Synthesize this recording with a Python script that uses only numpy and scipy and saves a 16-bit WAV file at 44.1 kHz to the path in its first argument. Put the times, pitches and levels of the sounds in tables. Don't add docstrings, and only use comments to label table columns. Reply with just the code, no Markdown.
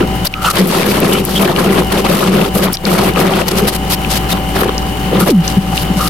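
import sys
import numpy as np
from scipy import signal
from scipy.fft import rfft, irfft
from scipy.io import wavfile
from scipy.ndimage import uniform_filter1d

SR = 44100
rng = np.random.default_rng(int(sys.argv[2]) if len(sys.argv) > 2 else 0)


def pcm_store(signal):
    levels = np.round(np.clip(np.atleast_2d(signal), -1, 1) * 32767)
    wavfile.write(sys.argv[1], SR, levels.astype(np.int16).T)


N = 268569


def from_db(db):
    return 10 ** (np.asarray(db) / 20)


def rms_one(x):
    return x / np.sqrt(np.mean(x ** 2) + 1e-20)


def drift(rate_hz):
    r = np.exp(-2 * np.pi * rate_hz / SR)
    noise = rng.standard_normal(N + SR)
    wander = signal.lfilter([1], [1, -2 * r, r * r], noise)
    return rms_one(wander[SR:])


def resonate(x, hz, width_hz):
    r = np.exp(-np.pi * width_hz / SR)
    feedback = [1, -2 * r * np.cos(2 * np.pi * hz / SR), r * r]
    return signal.lfilter([(1 - r * r) / 2, 0, (r * r - 1) / 2], feedback, x)


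def shape(x, points, to_gain=from_db):
    hz, value = np.transpose(points)
    grid_hz = np.fft.rfftfreq(4096, 1 / SR) + 1
    gain = to_gain(np.interp(np.log(grid_hz), np.log(hz), value))
    cepstrum = irfft(np.log(gain + 1e-6))
    cepstrum[1:2048] *= 2
    cepstrum[2049:] = 0
    response = irfft(np.exp(rfft(cepstrum)))
    return signal.fftconvolve(np.atleast_2d(x), response[None], axes=1)[:, :N]


# pitch_hz, likeness (1 = the same, 0 = unrelated)
LEFT_RIGHT_LIKENESS = [(180, 1), (350, 0.97), (600, 0.1), (3000, 0.12), (15000, 0.035)]
# pitch_hz, left_over_right_db
SIDE_BALANCE = [(150, 2.5), (900, -0.5), (2500, 4), (5000, 1.5), (8000, 2.5), (15000, 6.5)]


def stereo(common, apart):
    mid = shape(common, LEFT_RIGHT_LIKENESS, lambda c: np.sqrt(1 + np.clip(c, -.99, .99)))
    side = shape(apart, LEFT_RIGHT_LIKENESS, lambda c: np.sqrt(1 - np.clip(c, -.99, .99)))
    left = shape((mid + side)[0], SIDE_BALANCE, lambda db: from_db(db / 2))
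    right = shape((mid - side)[0], SIDE_BALANCE, lambda db: from_db(-db / 2))
    return np.vstack([left, right])


SHAFT_HZ = 58.75
RUSH_DB = -20
# multiple of shaft speed, level_db (rms, before panning and wavering)
DRONE_TONES = [(1, -21.5), (2, -32), (3, -28.5), (5, -30), (6, -36.5), (10, -37.5), (13, -26.5), (14, -34),
               (15, -37.5), (17, -40), (36, -44), (48, -42), (49, -37.5), (51, -38), (52, -40)]
# pitch_hz, left_over_right_db, left_lead_rad
DRONE_PLACES = [(60, 3.5, 0.29), (790, -2, 0.8), (1120, 26, 2.2), (3000, 1, 0.48)]
# (per Hz, relative)
RUSH_COLOUR = [(40, -21), (176, -4.5), (290, -21), (490, -26), (770, -22.5), (2600, -30), (2980, -21.5),
               (3400, -34.5), (6000, -40), (16000, -42)]


def compressor():
    turn = 2 * np.pi * SHAFT_HZ * np.arange(N) / SR
    half = np.array([[.5], [-.5]])
    place_hz, pans_db, leads_rad = np.transpose(DRONE_PLACES)
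    drone = 0
    for multiple, level_db in DRONE_TONES:
        hz = multiple * SHAFT_HZ
        pan_db = np.interp(hz, place_hz, pans_db)
        lead_rad = np.interp(hz, place_hz, leads_rad)
        start_rad = 3.52 * rng.random()
        tone = np.sin(multiple * turn + lead_rad * half + start_rad)
        drone = drone + np.sqrt(2) * from_db(level_db + pan_db * half) * tone
    rush = rms_one(shape(stereo(*rng.standard_normal((2, N))), RUSH_COLOUR))
    wavering_drone = drone * from_db(0.78 * drift(13))
    return wavering_drone + from_db(RUSH_DB + 0.64 * drift(5.3)) * rush


# pitch_hz, width_hz, level_db (relative)
CABINET_NOTES = [(130.5, 33, -7), (159.3, 21, -1), (191.1, 16, 6.5), (294, 137, -5.5), (376.3, 55, 1.5),
                 (510, 66, -5)]


def cabinet(x):
    boom = 0
    for k, (hz, width_hz, level_db) in enumerate(CABINET_NOTES):
        boom = boom + (-1) ** k * from_db(level_db) * resonate(x, hz, width_hz)
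    return boom


# start_s, level_db (once the slide is over), from_hz, to_hz,
# slide_s (time constant), length_s
LUMP_SLUMP = (5.264, 4.9, 1100, 160, 0.029, 0.16)


def slump():
    start_s, level_db, from_hz, to_hz, slide_s, length_s = LUMP_SLUMP
    t = np.maximum(np.arange(N) / SR - start_s, 0)
    sliding = np.exp(-t / slide_s)
    pitch_hz = to_hz + (from_hz - to_hz) * sliding
    tone = np.sin(2 * np.pi * np.cumsum(pitch_hz) / SR)
    ragged_db = (9.9 * drift(150) - 15.0) * sliding
    swell = np.sin(np.pi * np.minimum(t / length_s, 1)) ** 0.42
    return from_db(level_db + ragged_db) * tone * swell


# start_s, push_db (before filtering),
# top_hz (upper edge of the octave that is pushed)
CABINET_KNOCKS = [(.008, 46, 468), (4.59, 37.5, 290), (4.619, 47, 700), (4.632, 38, 660),
                  (4.654, 43.5, 596), (4.69, 40, 650), (5.127, 38, 605), (5.203, 43, 606),
                  (5.219, 51.5, 300), (5.568, 57, 180), (5.897, 44.5, 218), (5.955, 42.5, 220)]


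def knocks():
    pushes = np.zeros(N)
    click = np.eye(1, 2000)[0]
    for start_s, push_db, top_hz in CABINET_KNOCKS:
        octave = signal.butter(2, [top_hz / 2, top_hz], "band", fs=SR, output="sos")
        start = round(start_s * SR)
        pushes[start:start + 2000] += from_db(push_db) * signal.sosfilt(octave, click)
    boom = cabinet(pushes + 1e-18)
    return (boom + 0.084 * pushes) * from_db([[1.1], [-1.1]])


RUB_WIDTH = 0.18
RUB_STUTTER_DB = 1.8
# start_s, length_s, level_db (rms, before the fade), pitch_hz
FROST_RUBS = [(0.268, 0.0084, 0, 4630), (0.319, 0.26, -16.5, 1310), (0.438, 0.088, -7, 1245),
              (1.111, 0.093, -13.5, 2950), (1.352, 0.036, -9.5, 3200), (2.737, 0.018, -3, 5150),
              (0.443, 0.036, -12, 2730), (0.444, 0.026, -10, 910), (4.313, 0.022, -15.5, 3670),
              (2.89, 0.086, -34, 1280), (5.2, 0.048, -9.5, 1310), (5.724, 0.022, -15.5, 776),
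              (5.98, 0.2, -17, 1240)]


def rubs():
    out = np.zeros((2, N))
    friction = rng.standard_normal(N) + .5 * rng.standard_normal((2, N))
    friction = friction * from_db(RUB_STUTTER_DB * drift(39))
    for start_s, length_s, level_db, hz in FROST_RUBS:
        span = slice(round(start_s * SR), round((start_s + length_s) * SR))
        noise = friction[:, span]
        narrow = resonate(resonate(noise, hz, RUB_WIDTH * hz), hz, RUB_WIDTH * hz)
        ring = rms_one(narrow + 0.099 * resonate(noise, hz, hz))
        fade = np.interp(np.linspace(0, 1, ring.shape[1]), [0, .18, .85, 1], [0, 1, .6, 0])
        out[:, span] += from_db(level_db) * ring * fade
    return out


# start_s, peak_db (before panning), pitch_hz
CRYSTAL_SNAPS = [(0.2532, 10.5, 13500), (0.27, 12, 4530), (0.3392, 8, 2450), (0.672, 8, 13800),
                 (1.002, 6, 12300), (1.251, 8.5, 12330), (1.562, 6, 3000), (2.7314, 12, 12600),
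                 (2.77, 3, 3600), (2.8525, 7, 4270), (4.047, -6.5, 2600), (4.615, -1, 1050),
                 (4.633, 3.5, 1140), (4.692, 0, 1120), (4.694, -4.5, 3000), (4.78, -4.5, 5050),
                 (5.4783, 0.5, 5450), (5.777, 2.5, 3000), (6.076, -5.5, 4150)]


def snaps():
    out = np.zeros((2, N))
    fade = np.exp(-np.arange(400) / SR / 0.002)
    pan_db = 1.5 * np.array([[1], [-1]])
    bursts = rng.standard_normal((len(CRYSTAL_SNAPS), 2, 400))
    for (start_s, peak_db, hz), burst in zip(CRYSTAL_SNAPS, bursts):
        splinters = burst * fade
        ring = resonate(resonate(splinters, hz, 0.48 * hz), hz, 0.48 * hz)
        ring = ring + 0.016 * np.diff(splinters, prepend=0)
        start = round(start_s * SR)
        out[:, start:start + 400] += from_db(peak_db + pan_db) * ring / abs(ring).max()
    return out


def crystals(per_s, spread_db, clump_db, clump_rate):
    clumps = from_db(clump_db * drift(clump_rate))
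    sizes = from_db(spread_db * np.minimum(rng.exponential(1, (2, N)), 5))
    sizes = sizes * rng.standard_normal((2, N))
    breaks = rng.random((2, N)) < per_s / SR
    return stereo(*(sizes * breaks * clumps))


def crumbs(x, edges_hz, patchy_db, rate):
    lows = [0]
    for hz in edges_hz:
        lows.append(signal.sosfilt(signal.butter(2, hz, fs=SR, output="sos"), x))
    lows.append(x)
    return sum((upper - lower) * from_db(patchy_db * drift(rate)) for lower, upper in zip(lows, lows[1:]))


LUMPS_PER_S, LUMP_CYCLES = 900, 21.4


def lumps():
    cracks = from_db(2.38 * np.minimum(rng.exponential(1, N), 4)) * (rng.random(N) < LUMPS_PER_S / SR)
    pan_db = rng.normal(3.1, 9.2, N) * np.array([[.5], [-.5]])
    cracks = cracks * from_db(pan_db)
    pitches_hz = np.geomspace(420, 4200, 16)
    dealt = rng.integers(0, 16, N)
    return sum(resonate(cracks * (dealt == k) + 1e-18, hz, 2.02 * hz / LUMP_CYCLES)
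               for k, hz in enumerate(pitches_hz))


LUMP_DB = 1
# (per Hz, relative)
CRUNCH_COLOUR = [(300, -17.5), (520, 0.5), (800, -4), (980, -5), (1320, -5.5), (1500, -11), (2600, -13),
                 (3000, -13.5), (3500, -17), (8000, -39)]


def packed_frost(coarse):
    crumbling = crumbs(shape(coarse, CRUNCH_COLOUR), np.geomspace(600, 4500, 8), patchy_db=3.5, rate=18.5)
    caked = rms_one(shape(lumps(), CRUNCH_COLOUR))
    return rms_one(rms_one(crumbling) + from_db(LUMP_DB) * caked)


# (per Hz, relative)
POWDER_COLOUR = [(2000, -7), (3300, -5), (4600, -4.5), (7000, -11.5), (10000, -8), (13000, -7),
                 (16000, -25)]


def loose_powder(fine, coarse):
    hiss = shape(fine + 0.23 * coarse, POWDER_COLOUR)
    return rms_one(crumbs(hiss, np.geomspace(4000, 13000, 5), patchy_db=2.5, rate=11.4))


def stray_grains():
    ticks = shape(crystals(46, spread_db=4.0, clump_db=-1.5, clump_rate=2), POWDER_COLOUR)
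    return from_db(-36.5) * rms_one(ticks)


def gestures(rows, levels_db, attack_s, release_s, sag_db):
    t, power = np.arange(N) / SR, np.zeros(N)
    for (start_s, length_s, *_), level_db in zip(rows, levels_db):
        span = slice(round(start_s * SR), round((start_s + length_s + release_s) * SR))
        rise_s = min(attack_s, length_s / 2)
        corners_s = [0, rise_s, length_s, length_s + release_s]
        gain = np.interp(t[span] - start_s, corners_s, [0, 1, from_db(sag_db), 0])
        power[span] += (from_db(level_db) * gain) ** 2
    return power


RAKE_ATTACK_S, RAKE_RELEASE_S, RAKE_SAG_DB = 0.047, 0.044, -3
THUD_RELEASE_S = 0.068
SPILL_ATTACK_S, SPILL_RELEASE_S, SPILL_SAG_DB = 0.017, 0.0089, -1.5
SPILL_CRUNCH_DB = -8
REST_THUD_DB, REST_CRUNCH_DB, REST_HISS_DB = -23.5, -27.5, -32
# start_s, length_s, crunch_db,
# thud_above_crunch_db, powder_above_crunch_db
FROST_RAKES = [(0, 0.019, -10.5, 5, -17), (0.515, 0.098, -8.5, -1, -1), (0.576, 0.078, -4, 8.5, -5.5),
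               (0.653, .32, -5.5, 3.5, -4), (0.987, 0.2, -8, 6, -7), (1.229, 0.14, -15, 5.5, 0.5),
               (1.385, 0.12, -0.5, 2, -9.5), (1.528, 0.27, -7.5, 4, -8.5), (1.894, 0.099, -10, 3.5, -7),
               (2.038, 0.028, -9.5, -0.5, -9), (2.08, 0.19, -1.5, 2, -7), (2.293, 0.16, -8, 5.5, -6.5),
               (2.534, 0.072, -13, 4.5, -4), (2.609, 0.067, -6, 0, -16), (2.826, 0.26, -7.5, 3.5, -5.5),
               (3.148, 0.26, -5.5, 2, -9), (3.44, 0.27, -15.5, 6, -4.5), (4.297, 0.074, -20.5, 1, -14),
               (4.54, 0.047, -14, -1, -8), (4.598, 0.084, -14, 4, -25), (5.101, 0.078, -15.5, 6.5, -34),
               (5.19, 0.042, -10, 4, -1), (5.255, 0.038, -3, 0.5, -8)]
# start_s, length_s, hiss_db
POWDER_SPILLS = [(0.243, 0.031, -5), (0.41, 0.076, -17), (0.495, 0.019, -10), (0.558, 0.041, -6),
                 (1.126, 0.01, -8), (1.352, 0.014, -17), (1.585, 0.015, -9.5), (1.621, 0.036, -15),
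                 (1.92, 0.0066, -7), (1.968, 0.031, -14), (2.08, 0.11, -23), (2.618, 0.045, -10),
                 (2.719, 0.035, -9), (3.48, 0.0054, -4), (3.51, 0.0074, -7.5), (3.561, 0.038, -10.5),
                 (3.667, 0.03, -5.5), (3.715, 0.048, -13), (3.893, 0.053, -10), (4.094, 0.084, -14.5),
                 (4.284, 0.043, -14.5), (4.596, 0.05, -16), (5.193, 0.018, -12), (5.301, 0.0039, -3),
                 (5.428, 0.098, -24.5), (5.742, 0.082, -19.5), (5.96, 0.12, -19.5)]


def hand():
    _, _, rake_db, thud_db, powder_db = np.transpose(FROST_RAKES)
    spill_db = np.transpose(POWDER_SPILLS)[2]
    spill = gestures(POWDER_SPILLS, spill_db, SPILL_ATTACK_S, SPILL_RELEASE_S, SPILL_SAG_DB)

    def raked(levels_db, release_s):
        return gestures(FROST_RAKES, levels_db, RAKE_ATTACK_S, release_s, RAKE_SAG_DB)

    thud_power = raked(rake_db + thud_db, THUD_RELEASE_S) + from_db(2 * REST_THUD_DB)
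    crunch_power = raked(rake_db, RAKE_RELEASE_S) + from_db(2 * SPILL_CRUNCH_DB) * spill
    crunch_power = crunch_power + from_db(2 * REST_CRUNCH_DB)
    hiss_power = raked(rake_db + powder_db, RAKE_RELEASE_S) + spill + from_db(2 * REST_HISS_DB)
    coarse = crystals(5000, spread_db=1.23, clump_db=0.5, clump_rate=22.5)
    fine = crystals(15000, spread_db=2.0, clump_db=2.0, clump_rate=89)
    thud = np.sqrt(thud_power) * rms_one(cabinet(coarse))
    crunch = np.sqrt(crunch_power) * packed_frost(coarse)
    hiss = np.sqrt(hiss_power) * loose_powder(fine, coarse)
    return stray_grains() + thud + crunch + hiss


def scene():
    return compressor() + slump() + knocks() + rubs() + snaps() + hand()


CEILING_DB, RELEASE_DB_S, ATTACK_S = 1, 51.5, 0.0037
OFFSET = -0.022
CUTOFF_HZ = 16000


def record(dry):
    peak_db = 20 * np.log10(abs(dry).max(axis=0) + 1e-9)
    over_db = np.maximum(peak_db - CEILING_DB, 0)
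    fall_db = RELEASE_DB_S * np.arange(N) / SR
    held_db = np.maximum.accumulate(over_db + fall_db) - fall_db
    ahead = max(round(ATTACK_S * SR), 1)
    padded_db = np.pad(held_db, (0, ahead), "edge")
    reduction_db = uniform_filter1d(padded_db, size=ahead)[ahead // 2:][:N]
    clipped = np.clip(dry * from_db(-reduction_db) + OFFSET, -1, 1)
    top_cut = signal.ellip(8, .5, 70, CUTOFF_HZ, fs=SR, output="sos")
    return signal.sosfilt(top_cut, clipped)


dry = scene()
out = record(dry)
pcm_store(out)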